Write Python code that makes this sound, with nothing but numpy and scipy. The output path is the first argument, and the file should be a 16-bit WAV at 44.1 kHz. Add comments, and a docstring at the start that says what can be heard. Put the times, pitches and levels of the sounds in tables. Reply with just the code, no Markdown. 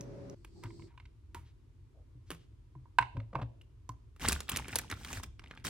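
"""A quiet home kitchen: food is plated close to the microphone, over a low rumble; an appliance hums at first.
Chopsticks, sausage and cucumber knock on a plastic tray (noise bursts through tray resonances), click wetly,
slide (smooth band noise) and thump the counter (decaying sines). Then the chopsticks dig pickled radish
out of a foil pouch: showers of foil clicks, single snaps, wet pops and low handling noise.
Hums are noise plus wavering sines; echoes and a diffuse tail make the room."""
import sys
import numpy as np
from scipy import signal
from scipy.fft import rfft, irfft, next_fast_len
from scipy.io import wavfile
from scipy.ndimage import uniform_filter1d

SR = 44100
rng = np.random.default_rng(int(sys.argv[2]) if len(sys.argv) > 2 else 0)


def pcm_store(signal):
    """Save signal as 16-bit PCM."""
    levels = np.round(np.clip(np.atleast_2d(signal), -1, 1) * 32767)
    wavfile.write(sys.argv[1], SR, levels.astype(np.int16).T)


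N = 250929

# All event levels are relative, ahead of the mix gains in scene().
# Knocks on the tray. Each row: start in seconds, peak in dB, hardness as a tilt in dB per octave,
# delay of the bounce in seconds (0: lands dead).
KNOCKS = [(0.6363, -38, 1.5, .020), (0.7044, -48.5, 5.5, 0), (0.795, -50, 5.5, 0.026),
          (0.9765, -44, 7, 0.023), (1.0546, -53, 17, 0), (1.3485, -41, -5.5, .019),
          (2.7522, -56, -14, 0.00016), (2.856, -59.5, -12, 0.0002), (2.9856, -8.5, 2, .039),
          (3.168, -39.5, 5, .033), (3.3316, -44.5, -10.5, 0.00046), (3.3536, -24.5, -1.5, 0.0028),
          (3.3883, -45, -4, .011), (3.4165, -39.5, 7, .0095), (3.892, -37, -5, 0.003)]
# Clicks of chopsticks: mostly wet clicks into food; the rows at 0.6372 s and 3.892 s are steel tips striking
# the tray. # Each row: start in seconds, peak in dB, centre of the boosted pitch in Hz, t60 of the squish in
# seconds.
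CLICKS = [(0.0109, -43.5, 6300, 0.13), (.2981, -52.5, 5800, 0.04), (0.4475, -44.5, 2380, 0.033),
          (0.6372, -39, 5150, 0.039), (1.3468, -36, 1720, 0.26), (2.3047, -29, 2270, 0.14),
          (2.3152, -32, 2000, 0.099), (2.348, -48.5, 1500, 0.11), (3.6163, -54, 2832, .06),
          (3.892, -38.5, 5940, .025), (4.1632, -52, 1760, 0.25)]
# Weight landing on the counter. Each row: start in seconds, peak in dB, pitch in Hz.
THUMPS = [(0.648, -37, 108.5), (1.362, -42.5, 81.7), (2.152, -48, 120), (2.321, -45.5, 165),
          (2.759, -43.5, 127.4), (3.003, -37.5, 118.4), (3.15, -38, 112), (3.173, -29.5, 109.1),
          (3.332, -46, 187), (3.356, -34, 132.4), (3.389, -44.5, 220), (3.42, -31.5, 115.8),
          (3.893, -40, 115.3), (4.263, -33, 100.4), (4.334, -35.5, 73), (4.916, -39.5, 100.3),
          (5.172, -39.5, 91), (5.265, -40, 66.2)]
# Large pouch folds snapping over. Each row: start in seconds, peak in dB.
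SNAPS = [(4.2853, -8), (4.295, -18), (4.3215, -15), (4.3285, -14.5), (4.405, -20.5), (4.4943, -13),
         (4.5184, -21), (4.561, -17), (4.571, -11.5), (4.6824, -29), (4.7571, -8), (4.7603, -14.5),
         (4.7869, -13), (4.9, -26.5), (4.9136, -23), (5.048, -25.5), (5.1295, -24), (5.238, -35),
         (5.3946, -35.5), (5.668, -27.5)]
# Tray resonances. Each row: centre in Hz, nominal width in Hz, level in dB.
TRAY_MODES = [(280.5, 79, -19.5), (570, 50, -27), (949, 32, 0), (1006.5, 87, 3), (1290, 170, -10),
              (1520, 170, -9.5), (1760, 240, -17), (2174, 210, -9), (2700, 260, -16), (2975, 200, -28.5),
              (3755, 180, -28.5), (4500, 250, -35)]
# Soft noise swells: food and chopsticks sliding, the shortest being slices flopping over; the row at 2.262 s
# is only a faint hiss around a wet click. Each row: start in seconds, length in seconds, rms in dB,
# geometric centre in Hz, bandwidth in Hz.
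SWELLS = [(0.547, 0.096, -74, 780, 150), (0.627, 0.06, -58.5, 1210, 1020), (0.869, 0.067, -75, 1550, 2050),
          (1.446, 0.081, -73.5, 2260, 3280), (1.94, 0.11, -71, 570, 184), (2.262, 0.14, -72, 2800, 6150),
          (2.388, 0.077, -75, 2440, 4030), (3.152, 0.092, -58, 583, 120), (3.329, 0.013, -49.5, 730, 670),
          (3.347, 0.03, -41.5, 530, 540), (3.387, 0.022, -45.5, 660, 535), (3.413, 0.025, -45.5, 730, 760)]
# Steel chopsticks touching and ringing. Each row: start in seconds, initial amplitude in dB, pitch in Hz,
# t60 in seconds.
TINKS = [(0.0094, -34.5, 5960, 0.009), (0.2986, -41, 5970, 0.0057), (0.448, -60, 2550, 0.032),
         (3.6129, -50.5, 2854, 0.021)]
# Wet radish slices smacking apart. Each row: start in seconds, peak in dB, pitch in Hz.
SMACKS = [(4.2499, -23.5, 1290), (4.49, -26.5, 2340), (4.7322, -32.5, 1700), (4.7938, -31, 1850),
          (4.9251, -25, 1390), (5.44, -40, 1580), (5.511, -34, 1580), (5.5749, -39.5, 1910)]
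# Pushes of the chopsticks into the pouch. Each row: start in seconds, attack in seconds, hold in seconds,
# release t60 in seconds, effort in dB, rubbing on dry foil in dB re effort.
PUSHES = [(4.197, 0.052, 0.055, 0.31, -35, -4), (4.473, 0.045, 0.078, 0.31, -41, -12),
          (4.67, 0.05, 0.065, 0.31, -47, -4), (4.896, 0.0097, 0.012, .17, -46.5, -6),
          (4.963, 0.19, 0.033, 0.1, -44, -2), (5.23, 0.0052, 0.0027, 0.038, -42.5, -0.5),
          (5.384, 0.069, 0.13, .25, -61, -26), (5.641, 0.0055, 0.065, .2, -39, 1)]
# Spectra of contact ticks, squish, foil and pouch handling. Each row: frequency in Hz, level in dB.
TICK_SPECTRUM = [(500, -12.5), (2000, -1.5), (4000, 2), (6000, -8.5), (8000, -2), (11000, -9), (16000, -25)]
SQUISH_SPECTRUM = [(150, -13), (300, 5), (700, -7), (1000, -2), (1700, -8.5), (2600, -7.5), (4200, -12.5),
                   (7000, -12.5), (12000, -7.5), (16000, -24)]
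FOIL_SPECTRUM = [(100, -36), (300, 2), (600, -4.5), (900, -4.5), (1500, 1.5), (2200, -0.5), (3900, -3.5),
                 (5700, -2), (9000, -4.5), (11500, -5.5), (14500, -11.5), (16500, -9)]
HANDLING_SPECTRUM = [(15, -42), (25, -15.5), (43, 6.5), (64, 6), (140, -2), (259, -4), (297, -10.5),
                     (533, -21.5), (900, -22), (1170, -27), (1980, -120)]
# Spectra of room rumble, fan air and whir air. Each row: frequency in Hz, level in dB.
RUMBLE_SPECTRUM = [(12, -38.5), (20, -29.5), (45, 0.5), (71, -4), (121, -6.5), (169, -29), (332, -24.5),
                   (420, -32.5), (566, -44), (794, -47), (939, -41), (1600, -48.5), (2810, -50.5),
                   (8170, -58.5), (12000, -62.5), (16500, -88.5)]
FAN_SPECTRUM = [(59, -30), (100, -22.5), (129, -5), (200, -13), (399, -14), (513, -20), (558, -15.5),
                (733, -28), (2320, -42.5), (3050, -48), (5370, -47.5), (11400, -64.5), (15000, -79)]
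WHIR_SPECTRUM = [(150, 6.5), (280, -1.5), (350, 8), (500, -15.5), (800, -22.5), (1500, -33.5), (3200, -35),
                 (4500, -18.5), (6500, -31.5), (8200, -25.5), (10000, -48)]
# Hum lines of the fan and of a second, fainter whir. Each row: frequency in Hz, rms in dB before the gain below.
FAN_LINES = [(122, -51.5), (275, -65.5), (402, -61), (560, -59.5)]
WHIR_LINES = [(335, -55.5)]
# Gain of each hum over time. Each row: time in seconds, gain in dB.
FAN_GAIN = [(0, 0), (.345, 0), (.36, -58.5)]
WHIR_GAIN = [(.34, -39), (.36, -19), (.52, -14), (.58, -6), (.84, -4), (.88, -8.5), (.92, -50), (1.0, -63)]
# Decay of the kitchen tail. Each row: frequency in Hz, t60 in seconds.
KITCHEN_T60 = [(120, 1), (500, 0.65), (1200, 0.25), (3000, 0.47), (8000, 0.47), (16000, 0.1)]
# Initial colour of the kitchen tail. Each row: frequency in Hz, level in dB.
KITCHEN_SPECTRUM = [(100, -6.5), (500, 10.5), (1000, 7.5), (1500, 6), (2300, 4), (3200, 7.5), (5000, 3),
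                    (16000, -4.5)]
# Reflections from counter and cupboards. Each row: delay in seconds, linear gain.
ECHOES = [(.0024, 0.085), (.0075, .07), (0.0129, 0.046), (0.0148, 0.035), (.0255, .075), (.030, 0.057)]

# a bounce moves this share of the way to the elastic level, and comes back sharper
ELASTIC_DB, BOUNCE_SHARE, BOUNCE_TILT_DB_PER_OCT = -54, .4, 2.5
# light skitter as the chopsticks let go of the sausage
SKITTER_START_S, SKITTER_END_S, SKITTER_DB, SKITTER_HARDNESS_DB_PER_OCT = 0.9, .95, -64.5, -2
GRIP_DB = -13.5  # a push catches this far below full effort, then builds
# the pouch rocks after each push: lag, dB of rumble per dB of effort, level where both are equal
ROCK_LAG_S, ROCK_DB_PER_DB, ROCK_DB = 0.0085, 0.78, -46.5
# a stronger snap is brighter: tilt in dB per octave per dB; at the plain level it has the foil's own colour
SNAP_TILT_PER_DB, SNAP_PLAIN_DB = 0.38, -17
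RUMBLE_DB = -55.5
LOW_CUT_HZ, EDGE_HZ = 40.5, 16400


def amp(db):
    """Decibels to gain."""
    return 10 ** (np.asarray(db) / 20)


def unit(x):
    """Scales to rms 1."""
    return x / np.sqrt(np.mean(x ** 2) + 1e-20)


def peaked(x):
    """Scales to peak 1."""
    return x / (abs(x).max() + 1e-20)


def read(points, hz):
    """Interpolates a table on a log-frequency axis."""
    f, value = np.transpose(points)
    return np.interp(np.log(hz + 1), np.log(f + 1), value)


def follow(rows):
    """Turns rows (s, dB, ..) into one gain curve per dB column."""
    s, *columns = np.transpose(rows)
    return [amp(np.interp(np.arange(N) / SR, s, c)) for c in columns]


def add(mix, s, sound):
    """Mixes a sound in at time s."""
    part = mix[..., max(round(s * SR), 0):][..., :sound.shape[-1]]
    part += sound[..., :part.shape[-1]]


def noise(spectrum):
    """Gaussian noise coloured in the frequency domain, rms 1."""
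    n = next_fast_len(N)
    white = rfft(rng.standard_normal(n))
    gain = amp(read(spectrum, np.fft.rfftfreq(n, 1 / SR)))
    return unit(irfft(white * gain, n)[:N])


def impulse(gain_db):
    """Minimum phase: the sharpest causal click with this spectrum."""
    log_gain = np.log(amp(np.r_[gain_db, gain_db[-2:0:-1]]))
    return np.fft.ifft(np.exp(np.conj(signal.hilbert(log_gain)))).real


def ports(x, right_db, delay=2):
    """Two microphone ports: the left hears the signal or pair some samples later; right_db sets the balance."""
    left, right = np.broadcast_to(x, (2, x.shape[-1]))
    late = np.r_[np.zeros(delay), left[:-delay]]
    return np.array([late / amp(right_db / 2), right * amp(right_db / 2)])


def sway(hz):
    """Slow random wander of rms 1, with hz fresh values a second."""
    t = np.arange(N) / SR
    return unit(np.interp(t * hz, np.arange(512), rng.standard_normal(size=512)))


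def burst(t, t60_s, spill):
    """A sharp edge and the dying scatter of micro-contacts after it."""
    scatter = rng.standard_normal(len(t)) * amp(-60 * t / t60_s)
    return (t == 0) + spill * scatter / np.linalg.norm(scatter)


def shower(per_s, spread_db):
    """Clicks at random moments, most faint, a few loud."""
    where, size = rng.random(size=(4096, 2))[:round(per_s * N / SR)].T
    train = np.zeros(N)
    train[(where * N).astype(int)] = amp(spread_db * np.minimum(-np.log(size), 2.5))
    return train


def contacts(count=6):
    """Every tray touch as (s, peak dB, hardness): knocks, their bounces and the skitter."""
    touches = [(s, db, hardness) for s, db, hardness, gap_s in KNOCKS]
    for s, db, hardness, gap_s in KNOCKS:
        if gap_s > 0:
            bounce_db = db - BOUNCE_SHARE * (db - ELASTIC_DB)
            touches.append((s + gap_s, bounce_db, hardness + BOUNCE_TILT_DB_PER_OCT))
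    steps = (np.arange(count) + rng.random(size=count)) / count
    for s in SKITTER_START_S + (SKITTER_END_S - SKITTER_START_S) * steps:
        touches.append((s, SKITTER_DB, SKITTER_HARDNESS_DB_PER_OCT))
    return touches


def tray(tick_db=-19, tick_per_tilt=0.4, strike_db=2.6, scatter_db=0.5, chatter_t60_s=0.017, chatter=0.46,
         rise_s=0.0032, dull_hz=3700, lean_hz=580):
    """Knocks chatter on the tray, whose modes share each one at random; harder contacts tick more."""
    out, t, hz = np.zeros(N), np.arange(SR // 5) / SR, np.fft.rfftfreq(4096, 1 / SR)
    octaves = np.log2(np.clip(hz, 300, 4000) / 1000)
    skirts_db = -10 * np.log10((1 + (hz / dull_hz) ** 6) * (1 + (lean_hz / (hz + 1)) ** 4))
    for s, db, hardness in contacts():
        shares = amp(strike_db * rng.standard_normal(len(TRAY_MODES)))  # where it lands
        power = 0
        for share, (f, width, level) in zip(shares, TRAY_MODES):
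            power = power + (share * amp(level)) ** 2 / (1 + (2 * (hz - f) / width) ** 2) ** 0.86
        # the many weaker modes
        ripple_db = scatter_db * unit(uniform_filter1d(rng.standard_normal(len(hz)), size=7))
        body = impulse(10 * np.log10(power) + skirts_db + hardness * octaves + ripple_db)
        ring = signal.fftconvolve(burst(t, chatter_t60_s, chatter), body)[:len(t)]
        ring = peaked(ring * (1 - np.exp(-t / rise_s)))
        tick_burst = burst(t, t60_s=0.022, spill=4.5)
        tick = peaked(signal.fftconvolve(tick_burst, impulse(read(TICK_SPECTRUM, hz)))[:len(t)])
        add(out, s, amp(db) * (ring + amp(tick_db + tick_per_tilt * hardness) * tick))
    return out


def food(ring_db=7, ring_octaves=0.74, spill=1.5):
    """Chopstick clicks, mostly into moist food: two noise bursts through a squish spectrum boosted at one
    pitch."""
    out, t, hz = np.zeros(N), np.arange(SR // 4) / SR, np.fft.rfftfreq(1024, 1 / SR)
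    for s, db, pitch_hz, t60_s in CLICKS:
        boost_db = ring_db * np.exp(-(np.log2((hz + 1) / pitch_hz) / ring_octaves) ** 2)
        contact = burst(t, t60_s, spill) + burst(t, t60_s=0.02, spill=2.5)
        click = signal.fftconvolve(contact, impulse(read(SQUISH_SPECTRUM, hz) + boost_db))
        add(out, s, amp(db) * peaked(click))
    return out


def steel():
    """Thin steel rods ring briefly on one bending mode."""
    out, t = np.zeros(N), np.arange(SR // 8) / SR
    for s, db, hz, t60_s in TINKS:
        add(out, s, amp(db - 60 * t / t60_s) * np.sin(2 * np.pi * hz * t))
    return out


def swells():
    """Smooth band-passed noise that swells and fades."""
    out = np.zeros(N)
    for s, length_s, db, hz, width_hz in SWELLS:
        low_hz = np.hypot(hz, width_hz / 2) - width_hz / 2
        band = signal.butter(2, [low_hz, low_hz + width_hz], "band", fs=SR, output="sos")
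        hiss = signal.sosfilt(band, rng.standard_normal(SR // 4))[:round(length_s * SR)]
        u = np.linspace(0, 1, len(hiss))
        add(out, s, amp(db) * unit(hiss * np.sqrt(u) * (1 - u)))
    return out


def counter(t60_s=0.25, rise_s=0.0016, low_db=-9, low_ratio=.55, high_db=-13, high_ratio=2.4, high_t60_s=0.14):
    """The counter booms under each landing weight: three decaying partials."""
    out, t = np.zeros(N), np.arange(SR // 2) / SR
    for s, db, hz in THUMPS:
        turn = 2 * np.pi * hz * t
        boom = (np.sin(turn) + amp(low_db) * np.sin(low_ratio * turn)) * amp(-60 * t / t60_s)
        boom += np.sin(high_ratio * turn) * amp(high_db - 60 * t / high_t60_s)
        add(out, s, amp(db) * peaked(boom * (1 - np.exp(-t / rise_s))))
    return out


def facet(tilt_db, t60_s, spill, uneven_db=4.0, port_db=6.5, knee_hz=1900, thin=0.28):
    """One foil facet buckles: a click with its own resonances, a little different at each port."""
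    hz, knots_hz = np.fft.rfftfreq(1024, 1 / SR), np.geomspace(400, 16000, num=24)
    octaves = np.log2(np.maximum(hz, knots_hz[0]) / knee_hz)
    # dull folds gather round the knee
    colour_db = read(FOIL_SPECTRUM, hz) + tilt_db * np.maximum(octaves, -thin * octaves)
    shared_db = uneven_db * rng.standard_normal(len(knots_hz))
    bumps_db = shared_db + port_db * rng.standard_normal((2, len(knots_hz)))
    click = burst(np.arange(SR // 20) / SR, t60_s, spill)
    return np.array([signal.fftconvolve(click, impulse(colour_db + np.interp(hz, knots_hz, bumps)))
                     for bumps in bumps_db])


def snaps(t60_s=0.023, right_db=1.2, uneven_db=1.5, port_db=4.0):
    """Large folds snap over one by one, the strong ones brightest."""
    out = np.zeros((2, N))
    for s, db in SNAPS:
        tilt_db = SNAP_TILT_PER_DB * (db - SNAP_PLAIN_DB)
        snap = peaked(facet(tilt_db, t60_s, spill=2.6, uneven_db=uneven_db, port_db=port_db))
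        add(out, s, amp(db) * ports(snap, right_db, delay=1))
    return out


def crackle(per_s, spread_db, tilt_db, t60_s, uneven_db, count=16):
    """Small facets buckle at random: a pool of clicks, each with its own colour and one of two port delays."""
    out = np.zeros((2, N))
    for k in range(count):
        grain = unit(facet(tilt_db, t60_s, spill=2.14, uneven_db=uneven_db))
        grain = ports(grain, 0, delay=1 + k % 2)[:, :SR // 50]
        out += signal.oaconvolve(shower(per_s / count, spread_db)[None], grain, axes=1)[:, :N]
    return unit(out)


def pushes(catch_db=1.5, catch_hz=55):
    """Chopstick effort and its rub on dry foil: each push catches, builds, holds and lets go."""
    t, effort, rub = np.arange(N) / SR, np.zeros(N), np.zeros(N)
    for start, attack, hold, release, db, dry_db in PUSHES:
        building_db = GRIP_DB * np.clip(1 - (t - start) / attack, 0, 1)
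        fading_db = -60 * np.maximum(t - start - attack - hold, 0) / release
        push = (t >= start) * amp(db + building_db + fading_db)
        effort += push
        rub += amp(dry_db) * push
    catching = amp(catch_db * sway(catch_hz))  # foil sticks and gives, so creases come in clumps
    return effort * catching, rub


def pouch(crease_db=-8.5, pop_db=-5, fizz_db=-3.5, handling_db=-1, crease_tilt_db=-6, fizz_tilt_db=0):
    """Stirring creases the foil, parts wet slices, rubs the foil to a fizz and jostles the pouch on the counter."""
    effort, rub = pushes()
    keep = np.exp(-1 / (ROCK_LAG_S * SR))
    lagged = signal.lfilter([1 - keep], [1, -keep], effort)
    jostle = amp(ROCK_DB) * (lagged / amp(ROCK_DB)) ** ROCK_DB_PER_DB
    creases = crackle(per_s=520, spread_db=6, tilt_db=crease_tilt_db, t60_s=.012, uneven_db=5.5)
    fizz = crackle(per_s=2800, spread_db=6, tilt_db=fizz_tilt_db, t60_s=.012, uneven_db=2)
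    brine = amp(pop_db) * ports(pops(), 0)
    stirring = effort * (amp(crease_db) * creases + brine)
    handling = ports(amp(handling_db) * jostle * noise(HANDLING_SPECTRUM), 0)
    return stirring + amp(fizz_db) * rub * fizz + handling


def pop(hz, cycles=2.15, sag=0.28):
    """A film of brine breaks: a tiny decaying sine that sags in pitch."""
    fading = np.exp(-hz * np.arange(SR // 60) / SR / cycles)
    return np.sin(2 * np.pi * np.cumsum(hz * (1 + sag * fading)) / SR) * fading


def pops(low_hz=800, high_hz=3200, spread_db=5, count=14):
    """Small pops of brine at random between the slices."""
    out = np.zeros(N)
    for hz in np.geomspace(low_hz, high_hz, count):
        out += signal.oaconvolve(shower(120 / count, spread_db), np.sqrt(hz) * pop(hz))[:N]
    return unit(out)


def smacks(t60_s=0.022, spill=2.1):
    """Two wet slices part in a quick flurry of pops."""
    out, t = np.zeros(N), np.arange(SR // 20) / SR
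    for s, db, hz in SMACKS:
        flurry = signal.fftconvolve(burst(t, t60_s, spill), pop(hz, cycles=0.55))
        add(out, s, amp(db) * peaked(flurry))
    return out


def appliance(spectrum, db, lines, gain_rows, waver=0.0028, flutter=0.12):
    """Rushing air and a few motor lines that waver in pitch and level."""
    hum = np.zeros(N)
    for hz, line_db in lines:
        level = amp(line_db) * np.sqrt(2) * (1 + flutter * sway(10))
        phase = 2 * np.pi * np.cumsum(hz * (1 + waver * sway(4.2))) / SR
        hum += level * np.sin(phase)
    return follow(gain_rows)[0] * (air(spectrum, db) + hum)


def air(spectrum, db, apart_db=-15, diffuse_hz=350):
    """Steady noise: alike at both ports in the bass, diffuse above."""
    high_pass = signal.butter(1, diffuse_hz, "high", fs=SR)
    side = signal.lfilter(*high_pass, noise(spectrum)) * 0.94 + amp(apart_db) * noise(spectrum)
    return amp(db) * (noise(spectrum) + side * np.array([[1], [-1]]))


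def kitchen(x, wet_db):
    """A few near reflections and a diffuse noise tail with its own decay time in each band."""
    hz, t, z = signal.stft(rng.standard_normal((2, SR // 2)), SR, nperseg=256)
    fading_db = read(KITCHEN_SPECTRUM, hz)[:, None] - 60 * t / read(KITCHEN_T60, hz)[:, None]
    onset = 1 - np.exp(-t / 0.0051)
    tail = signal.istft(z * amp(fading_db) * onset, SR, nperseg=256)[1]
    tail *= amp(wet_db) / np.linalg.norm(tail[0])
    for s, gain in ECHOES:
        tail[[0, 1], round(s * SR) + rng.integers(0, 8, size=2)] += gain
    return x + signal.fftconvolve(x, tail, axes=1)[:, :N]


def scene():
    """Tray, food and pouch in the kitchen, over rumble and hum."""
    plating = ports(tray(), right_db=4.2)
    plating += ports(amp(-2.0) * swells(), right_db=-1.5)
    plating += ports(amp(1.0) * counter(), right_db=-1.0)
    wet_and_steel = amp(5.5) * food() + steel() + amp(-0.5) * smacks()
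    handling = ports(wet_and_steel, right_db=1.5) + amp(-2.5) * snaps() + pouch()
    hums = appliance(FAN_SPECTRUM, db=-51.0, lines=FAN_LINES, gain_rows=FAN_GAIN)
    hums += appliance(WHIR_SPECTRUM, db=-49, lines=WHIR_LINES, gain_rows=WHIR_GAIN)
    rumble = air(RUMBLE_SPECTRUM, RUMBLE_DB, apart_db=-30)
    return kitchen(plating, wet_db=-21.5) + kitchen(handling, wet_db=-20.0) + hums + rumble


def record(dry):
    """Low cut and band limit of the microphone chain."""
    low_cut = signal.butter(2, LOW_CUT_HZ, "high", fs=SR, output="sos")
    band_limit = signal.firwin(511, EDGE_HZ, window=("kaiser", 9), fs=SR)
    return signal.oaconvolve(signal.sosfilt(low_cut, dry), band_limit[None], "same")


dry = scene()
out = record(dry)
pcm_store(out)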